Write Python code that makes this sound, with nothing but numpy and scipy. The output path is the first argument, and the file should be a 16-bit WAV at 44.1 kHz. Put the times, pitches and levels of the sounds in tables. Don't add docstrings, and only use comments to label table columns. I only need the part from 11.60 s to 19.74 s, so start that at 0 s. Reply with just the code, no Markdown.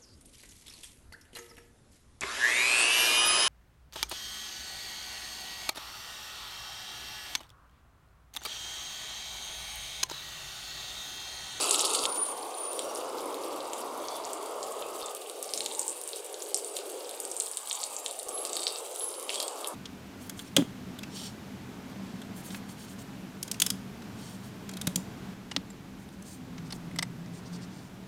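import sys
import numpy as np
from scipy import signal
from scipy.io import wavfile
from scipy.ndimage import uniform_filter1d

SR = 44100
rng = np.random.default_rng(int(sys.argv[2]) if len(sys.argv) > 2 else 0)


def voltage_ratio(decibels):
    exponent = np.asarray(decibels, float) / 20
    return 10 ** exponent


def pcm_store(signal):
    levels = np.round(np.clip(np.atleast_2d(signal), -1, 1) * 32767)
    wavfile.write(sys.argv[1], SR, levels.astype(np.int16).T)


N = 358974
FIRST_CHANGE_S = 0.465

# (time [s], peak [dB], ring [Hz])
HOLLOW_DROPS = [(0.1078, -17.5, 4050), (0.144, -15.5, 3900), (0.193, -12.5, 5700), (0.2423, -18, 4100),
                (0.3487, -18, 3970), (0.389, -32, 4650), (0.4532, -15.5, 3450), (1.1914, -23.5, 3600),
                (2.484, -28, 4550), (3.936, -17, 5140), (4.0053, -19, 4030), (4.0611, -21, 3930),
                (4.5316, -26, 4100), (4.9437, -17, 5430), (5.166, -25.5, 3830), (5.8067, -27.5, 4180),
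                (6.111, -20, 3580), (6.2312, -23.5, 4400), (6.4609, -22, 3600), (6.8503, -24, 4700),
                (6.9306, -27, 4730), (6.9671, -20, 4204), (6.9927, -27, 4500), (7.0206, -30, 3970),
                (7.0676, -14, 4220), (7.1585, -25.5, 4460), (7.6929, -23.5, 2980), (7.7563, -25, 3960),
                (7.8007, -19, 4300), (8.0441, -24.5, 3530),
                (0.3034, -31, 3710), (0.4994, -33, 4600), (4.489, -24, 9300), (4.645, -28, 8900),
              (7.328, -32, 8460), (7.693, -25, 4600), (0.525, -31, 4480), (1.3572, -28, 5400),
              (1.5833, -31.5, 4470), (1.743, -32.5, 3920), (2.004, -31.5, 4000), (2.1321, -32, 3160),
              (3.028, -30, 4500), (3.223, -31, 3360), (3.423, -33, 4250), (3.483, -35, 3600),
              (3.6972, -33, 3880), (3.891, -29.5, 4850), (3.9759, -32, 3870), (4.742, -32.5, 4000),
              (4.8212, -35, 4000), (5.188, -28.5, 4240), (5.4918, -32, 3980), (5.6503, -33, 4830),
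              (5.859, -37, 4770), (5.9711, -30, 3700), (6.202, -29, 4800), (7.032, -26, 4230),
              (7.407, -31, 3600), (7.54, -34, 4205), (7.743, -26, 4500), (7.83, -29, 4250),
              (7.88, -27, 4600)]
# (time [s], peak [dB], ring [Hz])
HARD_DROPS = [(0.0415, -19, 7550), (0.1098, -8.5, 7900), (0.3361, -17.5, 7800), (2.133, -26, 7360),
              (2.6504, -28, 7350), (2.7316, -23, 8300), (3.029, -27, 7400), (3.46, -25.5, 7550),
              (3.9755, -20.5, 7050), (4.0592, -22, 7100), (4.1933, -13, 8300), (4.2795, -16.5, 8300),
              (4.8214, -25.5, 6960), (5.167, -23.5, 7780), (5.6512, -22, 8300), (5.7144, -22, 8200),
              (5.7998, -13.5, 8130), (5.859, -24, 8300), (6.0972, -25, 8100), (6.1282, -18.5, 7650),
              (6.2373, -19, 7585), (6.3647, -21.5, 7260), (6.4612, -22, 7460), (6.8503, -19.5, 8300),
              (6.931, -21.5, 7800), (6.9546, -23, 7500), (7.0369, -22, 8050), (7.7023, -26, 8500),
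              (7.8018, -25, 7290), (7.88, -20.5, 7960)]
# (time [s], peak [dB], ring [Hz])
METAL_DROPS = [(0.0596, -20, 10000), (0.1405, -15.5, 9900), (0.21, -15, 9500), (1.131, -31, 10300),
               (1.1914, -20, 8550), (1.3493, -26, 9255), (1.6576, -30, 9800), (3.121, -29, 9000),
               (3.8262, -24, 8800), (3.936, -20, 8900), (4.0053, -23, 8800), (4.225, -40, 8500),
               (4.4367, -25, 9100), (4.4756, -21.5, 9150), (4.559, -26, 8650), (4.9439, -12, 8500),
               (5.6012, -22, 8500), (5.7655, -20.5, 8500), (5.914, -22, 9050), (5.9708, -17, 8750),
               (6.5106, -23.5, 8800), (6.5896, -22, 9110), (6.6298, -26, 9200), (6.69, -21.5, 8760),
               (7.0776, -23, 8300), (7.359, -24.5, 9500), (7.3956, -21, 9700), (7.443, -24, 9900),
               (7.597, -29, 10900), (8.074, -21.5, 9390)]
# (time [s], peak [dB], ring [Hz])
SMALL_HOLLOW_DROPS = [(0.0105, -23, 4300), (0.0256, -24, 4200), (0.1595, -24, 3750), (0.2049, -15, 3830),
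                      (0.2114, -23, 5600), (0.2554, -15, 4670), (0.3052, -23, 3660), (0.3876, -23, 3960),
                      (0.3921, -17.5, 4540), (0.4378, -22, 3240), (0.8298, -29.5, 4610),
                      (0.9425, -32.5, 3940), (1.4994, -33, 5450), (1.8371, -32, 4800), (2.6387, -32, 5020),
                      (2.6457, -29, 4520), (2.6516, -31, 5940), (3.4155, -31, 3450), (3.4295, -28, 4590),
                      (3.6182, -33.5, 3900), (3.6621, -34.5, 3040), (3.8445, -28, 5990),
                      (3.9773, -26, 5990), (4.1149, -27, 3790), (4.1227, -35, 3470), (4.1497, -30, 4180),
                      (4.1909, -29, 5990), (4.2326, -33, 4690), (4.4909, -33, 4500), (4.5601, -28, 5810),
                      (4.8039, -31, 4940), (5.407, -32, 4630), (5.4466, -31, 5170), (5.4563, -35, 3810),
                      (5.5116, -33, 3600), (5.5411, -37, 2610), (5.5759, -38, 4130), (5.7016, -32, 5990),
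                      (5.7193, -26, 5950), (5.8647, -29, 4780), (5.8723, -32, 3620), (5.9349, -31, 4820),
                      (6.0575, -36, 4130), (6.0738, -32, 3810), (6.0985, -23, 5940), (6.1075, -28, 4480),
                      (6.1744, -29, 3530), (6.2388, -24, 4454), (6.3852, -33, 5990), (6.5119, -35, 3730),
                      (6.5991, -30.5, 4090), (6.6855, -32, 5990), (6.778, -31, 3900), (6.8953, -31, 3810),
                      (6.9557, -28.5, 4630), (7.0804, -16.5, 4700), (7.3608, -34, 3680), (7.703, -24, 2540),
                      (7.8173, -30, 4500), (7.8274, -29, 3230), ]
# (time [s], peak [dB], ring [Hz])
SMALL_HARD_DROPS = [(0.0537, -26, 7560), (0.1343, -28, 7540), (0.1454, -14, 8380), (0.1498, -17, 9320),
                    (0.1545, -21, 8870), (0.1597, -14, 7390), (0.2069, -16, 7650), (0.3051, -21, 8250),
                    (0.3327, -17, 9580), (0.3447, -18, 9090), (0.3502, -11.5, 8160), (0.392, -22, 6930),
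                    (0.438, -16, 9630), (0.455, -17.5, 7300), (1.1328, -26, 9750), (1.1666, -25, 9700),
                    (1.3575, -24, 9840), (2.485, -28, 6050), (2.8607, -26, 9580), (3.6977, -23.5, 8800),
                    (3.9447, -23, 9190), (4.0188, -23, 8940), (4.1228, -22, 8760), (4.1499, -22, 7490),
                    (4.1554, -28, 8700), (4.2905, -22, 7860), (4.2956, -18, 8200), (4.3048, -20, 8960),
                    (4.663, -26, 8660), (4.7283, -23.5, 9860), (4.7429, -28, 6800), (5.0465, -18.5, 8300),
                    (5.3191, -28, 8760), (5.5115, -23, 9000), (5.7762, -23, 8200), (5.8211, -19, 9190),
                    (5.8648, -20, 9040), (6.0741, -29, 7990), (6.1178, -19, 8440), (6.1381, -28, 7750),
                    (6.153, -20, 7300), (6.2148, -24, 7560), (6.4472, -26, 9780), (6.4814, -23, 8910),
                    (6.528, -25, 9780), (6.5965, -21, 8740), (6.8948, -26, 7770), (6.9731, -22, 8420),
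                    (7.0064, -20, 9000), (7.0176, -26, 8500), (7.0327, -22, 8310), (7.1246, -22, 9630),
                    (7.1858, -22, 8100), (7.5272, -26, 9260), (7.6404, -25, 9390), (7.7493, -24.5, 7560),
                    (7.7577, -20, 8140), (7.8168, -25, 7470), (8.0456, -25, 10400), (8.0849, -19, 10230)]
# (time [s], peak [dB])
SPLASH_TICKS = [(0.1401, -30), (0.1865, -28), (1.1313, -29), (1.7429, -29), (1.8457, -36), (1.961, -31),
                (2.2044, -30), (2.376, -29.5), (2.7327, -28), (3.2121, -33), (3.3898, -31), (3.5489, -22),
                (3.827, -19), (4.0612, -22), (4.1834, -32), (4.4137, -23.5), (4.974, -21.5), (5.299, -29),
                (5.4927, -25.5), (5.6004, -21.5), (6.3869, -28), (6.6298, -27), (6.6847, -25), (6.967, -21),
                (7.442, -29), (7.597, -25), (7.6271, -24), (7.8007, -26), (7.8265, -19.5), (8.0722, -21)]
# (pitch [Hz], level [dB], t60 [s])
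SHEET_RINGS = [
    (3870, -21.5, 0.034),
    (4430, -23, 0.026),
    (7150, -18, 0.022),
    (7720, -15, .035),
    (8300, -18.5, 0.026),
    (8930, -14.5, 0.053),
    (9300, -15, 0.054),
]
# (delay [s], level [dB])
WALL_ECHOES = [
    (.0022, -11),
    (.0049, -11.5),
    (.0072, -20),
    (0.012, -26),
]
# (time [s], strength [dB], lean toward the hard surface [dB])
PATTER_CURVE = [(0.47, 3, -0.5), (0.7, 0.5, 1), (1.3, 0.5, 0), (2.7, 0, 0.5), (3.76, 3, 5.5), (4.08, 7, 7),
                (4.3, 4.5, 6), (4.76, 3, 4.5), (5.42, 3.5, 5), (5.9, 5, 8), (6.26, 6.5, 5.5),
                (6.49, 2.5, 4.5), (6.77, 5, 4.5), (7.1, 6.5, 7), (7.66, 1.5, 2.5), (7.72, 10.5, 0),
                (7.86, 4, 3), (8.14, -1.5, 1.5)]
# (frequency [Hz], density [dB per Hz])
PATTER_TONE = [(880, -22), (1500, -0.5), (1790, -8.5), (3060, 4), (3820, 7), (4210, -1), (4560, 3),
               (5220, 0), (8500, 2), (9840, 1), (15400, -6)]
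# (usual level [dB], strength share [dB/dB], lean share [dB/dB],
# first scene level [dB], first scene drift [dB/s])
PATTER_BANDS = [
    (-57, 0.59, -0.24, -45, -46),
    (-51, 0.84, -0.98, -36, -4.5),
    (-52, 0.94, -0.26, -36.5, 2),
    (-58, 0.33, 0.33, -51, -3),
]
# (frequency [Hz], width [Hz], lift [dB])
SURFACE_MODES = [
    (2800, 250, 4),
    (3600, 83, -4),
    (4600, 210, 3.5),
    (7700, 260, 2),
    (8300, 190, 1.5),
    (9250, 150, 3.5),
]
# (start [s], end of held note [s], end of tail [s], pitch [Hz], peak [dB])
INSECT_NOTES = [
    (0.459, 0.65, 0.7, 9590, -31.5),
    (0.651, 0.72, 1.04, 9625, -37),
    (0.932, 1.044, 1.13, 9600, -37.5),
    (1.031, 1.125, 1.5, 9590, -36),
    (0.614, 0.722, 0.78, 8990, -45.5),
    (6.711, 6.815, 6.9, 10850, -36),
    (7.374, 7.468, 7.8, 10810, -33.5),
]
# (start [s], end [s], pitch [Hz], level [dB])
GUTTER_RINGS = [(1.082, 1.428, 5650, -53.5), (2.399, 2.641, 3470, -50.5), (2.401, 2.647, 4570, -55),
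                (3.22, 3.322, 2650, -52.5), (3.392, 3.503, 3600, -52), (3.898, 4.678, 8930, -50),
                (4.05, 4.4, 7700, -56), (4.1, 4.663, 9250, -56), (4.93, 5.251, 9560, -50),
                (4.927, 5.247, 8050, -53), (5.55, 5.95, 8400, -51), (5.752, 6.25, 7900, -52),
                (5.598, 6.099, 9100, -55), (5.77, 6.0, 10370, -54.5), (6.045, 6.33, 9000, -49),
                (6.097, 6.344, 4490, -52), (6.277, 6.6, 7400, -52), (6.458, 6.743, 9650, -55),
                (6.8, 7.302, 8500, -49.5), (6.85, 7.252, 7760, -48), (6.872, 7.219, 4600, -47),
                (6.859, 7.253, 3710, -48), (7.06, 7.2, 2700, -52.5), (7.358, 7.754, 9250, -51),
                (7.718, 7.922, 8300, -45), (7.707, 7.89, 4500, -51), (7.711, 7.891, 3300, -46),
                (7.7, 7.863, 10310, -54)]
# (time [s], level [dB])
THUMPS = [
    (.44, -41),
    (3.429, -47),
    (6.668, -47),
    (6.7, -54),
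    (4.0, -56),
]
# (time [s], level [dB], openness of the street as upper shelf [dB])
ROAR_CURVE = [(0.0, -43.5, -1), (0.46, -41.5, -5.5), (0.66, -47, -2), (1.12, -43.5, -7.5), (1.3, -44, -4.5),
              (2.7, -44.5, -4), (3.44, -46, -6), (3.58, -50, -7), (4.19, -47.5, -12), (4.48, -51.5, -11.5),
              (4.85, -48, -14), (5.72, -48, -12.5), (5.97, -56.5, -4.5), (6.2, -51, -5.5),
              (6.655, -48, -16), (6.675, -45.5, -9.5), (7.3, -47.5, -10), (8.14, -48.5, -2)]
# (frequency [Hz], density [dB per Hz])
ROAR_TONE = [(24, -67), (40, -29), (172, -25.5), (299, -6.5), (425, 1.5), (804, -2.5), (1110, -4),
             (1240, -6), (1450, -17.5), (1770, -31), (2200, -23), (2860, -45), (4840, -120)]
# (start [s], low flank [dB], street notch [dB])
STANDPOINTS = [
    (0, -11, -8),
    (.47, -12, -7),
    (3.45, -14, -5.5),
    (6.665, -13.5, -8),
]
# (start [s], end [s], level [dB])
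RUMBLE_SWELLS = [(0, .75, 8), (1.2, 2.7, 7), (2.76, 2.88, -8), (2.95, 3.08, 11), (3.2, 3.36, 11),
                 (3.47, 3.9, -16), (3.93, 4.1, 18), (4.15, 4.303, 7), (4.34, 4.65, -8), (4.9, 5.5, -12),
                 (5.8, 5.98, -10), (6.72, 6.84, -6), (6.88, 7.25, 11), (7.88, 8.05, -8)]
# (start [s], end [s], frequency [Hz], level [dB])
STANDING_WAVES = [(0.5, .4, 1040, 1), (.44, 0.76, 1434, 7.5), (0.5, 1, 1340, -13), (0.9, 1.14, 200, -15),
                  (1.16, 1.7, 560, 3.5), (1.5, 2.05, 270, 3.5), (2.16, 2.46, 250, 5.5),
                  (3.0, 3.44, 1410, -6), (3.5, 3.94, 197, -11), (3.5, 4.117, 990, -9.5),
                  (3.5, 4.32, 1280, -4), (4, 4.3, 880, 8), (4, 4.12, 405, 5), (3.5, 4.12, 216, 8.5),
                  (4, 4.983, 680, -5), (4.34, 4.6, 220, -5), (4.5, 5.5, 180, -7), (4.5, 5.66, 1050, -5.5),
                  (4.5, 5.5, 426, 5), (6, 6.66, 372, -11), (6.5, 7.02, 1000, -9), (3.42, 3.6, 1200, 6),
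                  (6, 5.15, 1000, -3), (6.65, 7.27, 1114, 6.5), (7, 7.418, 1100, -9), (-0.5, .72, 1340, 5),
                  (7, 7.68, 260, -5.5), (7.42, 7.68, 695, -8), (7.5, 7.78, 540, -2.5), (7.5, 8.142, 560, 3)]


def evened(x):
    return x / np.sqrt(np.mean(x ** 2) + 1e-20)


def smoothed(x, width):
    return uniform_filter1d(uniform_filter1d(x, width), width)


def read(points, hz):
    f, value = np.transpose(points)
    return np.interp(np.log(hz + 1), np.log(f + 1), value)


def follow(rows, t):
    s, *columns = np.transpose(rows)
    return [np.interp(t, s, c) for c in columns]


def add(mix, s, sound):
    part = mix[max(round(s * SR), 0):][:len(sound)]
    part += sound[:len(part)]


def resonance(hz, centre_hz, width_hz):
    return np.exp(-((hz - centre_hz) / width_hz) ** 2)


def gate(t, start, end, lead=0):
    return np.clip(np.minimum(t - start, end - t) / 0.03 + lead, 0, 1)


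def shares(hz, edges_hz, soft_hz):
    steps = [1 / (1 + np.exp(np.clip((hz - edge) / soft_hz, -50, 50))) for edge in edges_hz]
    return np.diff([0 * hz, *steps, 1 + 0 * hz], axis=0)


def shaped(x, tone, field, size):
    hz, t, z = signal.stft(x, SR, nperseg=size, noverlap=size * 3 // 4)
    gain = voltage_ratio(read(tone, hz))
    bands, levels, field_db = field(hz, t)
    for band, db in zip(bands, levels):
        band_power_db = 10 * np.log10(np.mean(band * gain ** 2))
        field_db = field_db + band[:, None] * (db - band_power_db)
    return signal.istft(z * gain[:, None] * voltage_ratio(field_db), SR, nperseg=size, noverlap=size * 3 // 4)[1][:N]


def patchy(x, size, wide, long, depth_db):
    hz, t, z = signal.stft(x, SR, nperseg=size, noverlap=size * 3 // 4)
    patches = rng.standard_normal(z.shape)
    for _ in range(2):
        patches = uniform_filter1d(patches, wide, axis=0)
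        patches = uniform_filter1d(patches, long, axis=1)
    return signal.istft(z * voltage_ratio(depth_db * evened(patches)), SR, nperseg=size, noverlap=size * 3 // 4)[1][:N]


def ring(hz, cycles, t):
    u = t * hz / cycles
    return np.sin(2 * np.pi * hz * t) * np.e * u * np.exp(-u)


def fuzzy(hz, t, steady, smear, waver=160):
    a, b = (evened(smoothed(v, smear)) for v in rng.standard_normal((2, len(t))))
    phase = 2 * np.pi * np.cumsum(hz + 0 * t) / SR + waver * np.cumsum(a) / SR
    tone = ((steady + a + 1j * b) * np.exp(1j * phase)).real
    return evened(tone) * signal.windows.tukey(len(t), .04)


def walls(x, wet_db, t60):
    taps = np.zeros(SR // 4)
    at = np.arange(200, len(taps) - 20, 20)
    signs = rng.choice([-1., 1.], len(at))
    taps[at + rng.integers(0, 20, len(at))] = signs * voltage_ratio(-60 * at / SR / t60)
    taps *= voltage_ratio(wet_db) / np.linalg.norm(taps)
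    taps[0] = 1
    for s, db in WALL_ECHOES:
        taps[round(s * SR)] += voltage_ratio(db)
    return signal.oaconvolve(x, taps)[:N]


def splashing_drops(out, rows, cycles):
    t = np.arange(600) / SR
    for (s, db, hz), droplets in zip(rows, rng.random((len(rows), 5, 3))):
        for late, less, tone in [(0, 0, .5), *droplets]:
            if s < FIRST_CHANGE_S < s + .05 * late:
                continue
            pitch_hz = hz * (0.88 + 0.26 * tone)
            hit = ring(pitch_hz, cycles, t) + .22 * ring(pitch_hz, 1.14, t)
            softer_db = np.sign(late) * (13.0 + 6.4 * less)
            add(out, s + .0009 + 0.05 * late ** 1.5, hit * voltage_ratio(db + 2.5 - softer_db))


def near_drops():
    t, out = np.arange(600) / SR, np.zeros(N)
    splashing_drops(out, HOLLOW_DROPS, .65)
    splashing_drops(out, HARD_DROPS, 1.05)
    splashing_drops(out, METAL_DROPS, 1.15)
    for rows, cycles in (SMALL_HOLLOW_DROPS, 1.05), (SMALL_HARD_DROPS, 1.4):
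        for s, db, hz in rows:
            add(out, s - cycles / hz, voltage_ratio(db - .6) * ring(hz, cycles, t))
    for s, db in SPLASH_TICKS:
        add(out, s + 0.00085, voltage_ratio(db + 6.0) * ring(9900, 0.52, t))
    out = signal.sosfilt(signal.butter(4, 1900, "high", fs=SR, output="sos"), out)
    after = np.arange(3000) / SR
    body = sum(voltage_ratio(db - 60 * after / t60) * np.sin(2 * np.pi * hz * after) for hz, db, t60 in SHEET_RINGS)
    out = out + voltage_ratio(-23.5) * signal.oaconvolve(out, body)[:N]
    first = np.arange(N) < FIRST_CHANGE_S * SR
    return first * walls(out * first, -29, 0.37) + walls(out * ~first, -10.0, 0.24)


def patter_field(hz, t):
    strength, lean = follow(PATTER_CURVE, t)
    levels = [np.where(t < FIRST_CHANGE_S, first_db + drift * t, db + a * strength + b * lean)
              for db, a, b, first_db, drift in PATTER_BANDS]
    modes_db = sum(db * resonance(hz, mode_hz, width) for mode_hz, width, db in SURFACE_MODES)
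    gap_db = -8 * np.outer(resonance(hz, 6100, 200), t < FIRST_CHANGE_S)
    lean_db = 0.58 * np.outer(resonance(hz, 8500, 1350) - .5, lean * (t > FIRST_CHANGE_S))
    lean_db = lean_db * (hz > 5800)[:, None]
    return shares(hz, [2500, 5800, 11300], 99), levels, modes_db[:, None] + gap_db + lean_db


def patter():
    per_s, spread_db, smooth = 480, 6, .4
    clumps = voltage_ratio(7.1 * evened(smoothed(rng.standard_normal(N), 700)))
    size = voltage_ratio(spread_db * np.minimum(rng.exponential(1, (2, N)), 2.0))
    size = size * (rng.random((2, N)) < per_s * clumps / SR)
    kind, t, drops = rng.integers(0, 24, N), np.arange(400) / SR, np.zeros(N)
    for k, hz in enumerate(np.geomspace(2600, 15000, 24)):
        tap = ring(hz, 1.1, t)
        drops += signal.oaconvolve(size[0] * (kind == k), tap / np.linalg.norm(tap) * hz)[:N]
    ticks = np.diff(size[1] * rng.choice([-1., 1.], N), prepend=0)
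    drops = evened(walls(evened(drops) + voltage_ratio(-1) * evened(ticks), -64, 0.13))
    spray = evened(patchy(rng.standard_normal(N), 512, 2, 70, 2.2))
    mix = np.sqrt(1 - smooth) * drops + np.sqrt(smooth) * spray
    return voltage_ratio(1.1) * shaped(mix, PATTER_TONE, patter_field, size=256)


def gutter_trickles():
    out = np.zeros(N)
    for start, end, hz, db in GUTTER_RINGS:
        t = np.arange(start, end, 1 / SR)
        spurts = voltage_ratio(2.0 * evened(smoothed(rng.standard_normal(len(t)), 500)))
        tone = fuzzy(hz, t, 0.27, smear=210 if hz < 6000 else 150)
        add(out, start, voltage_ratio(db - 0.5) * spurts * tone * np.sqrt(np.hanning(len(t))))
    return out


def insect():
    rise_s, stop_s, swell_db, sag_hz_per_s = 0.032, 0.031, 5, 600
    tail_db, tail_fade_db = -8.5, -14
    out = np.zeros(N)
    for start, stop, end, hz, db in INSECT_NOTES:
        t = np.arange(start, end, 1 / SR)
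        held = np.clip((t - start) / (stop - start), 0, 1)
        shut = np.clip((t - stop) / stop_s, 0, 1)
        fade = np.clip((t - stop) / (end - stop), 0, 1)
        pitch_hz = hz - sag_hz_per_s * held * (stop - start)
        note = (1 - shut) * voltage_ratio(swell_db * (held - 1)) * fuzzy(pitch_hz, t, 2.2, smear=260, waver=79)
        tail = held * voltage_ratio(tail_db + tail_fade_db * fade) * fuzzy(pitch_hz + 15, t, 0.34, smear=250)
        add(out, start, voltage_ratio(db) * np.minimum((t - start) / rise_s, 1) * (note + tail))
    return out


def change_thumps():
    t, out = np.arange(1500) / SR, np.zeros(N)
    for s, db in THUMPS:
        add(out, s, voltage_ratio(db) * np.exp(-t / 0.0021) * (1 - np.exp(-t / 0.00074)))
    return out


def roar_field(hz, t):
    db, shelf = follow(ROAR_CURVE, t)
    starts, *standpoint = np.transpose(STANDPOINTS)
    flank, notch = np.array(standpoint)[:, np.maximum(np.searchsorted(starts, t) - 1, 0)]
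    opened = shelf + 5.5
    flank = flank + 0.33 * opened
    notch = notch + 0.63 * opened
    bass = db + 1.9 * (flank + 12) - 32.0
    levels = [0 * t - 86, bass, db + flank, db + 0.084, db + (shelf + notch) / 2 - .2, db + notch, db + shelf]
    waves_db = sum(wave_db * np.outer(resonance(hz, wave_hz, 85), gate(t, a, b))
                   for a, b, wave_hz, wave_db in STANDING_WAVES)
    swells_db = sum(swell_db * gate(t, a, b, lead=.5) for a, b, swell_db in RUMBLE_SWELLS)
    rumble_db = np.outer(resonance(hz, 113, 32), swells_db)
    return shares(hz, [65, 185, 320, 750, 900, 1070], 32.0), levels, waves_db + rumble_db


def roar():
    noise = patchy(rng.standard_normal(N), 2048, 5, 22, 1.5)
    return voltage_ratio(3.0) * shaped(noise, ROAR_TONE, roar_field, size=2048)


def scene():
    return (near_drops() + patter() + gutter_trickles() + insect() + change_thumps() + roar())[None]


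def roll_off(x):
    return signal.sosfilt(signal.butter(12, 16660, fs=SR, output="sos"), x)


def record(dry):
    low_pass = signal.firwin(255, 15720, window=("kaiser", 9), fs=SR)
    limited = signal.oaconvolve(dry, low_pass[None], "same")
    return roll_off(limited)


dry = scene()
out = record(dry)
pcm_store(out)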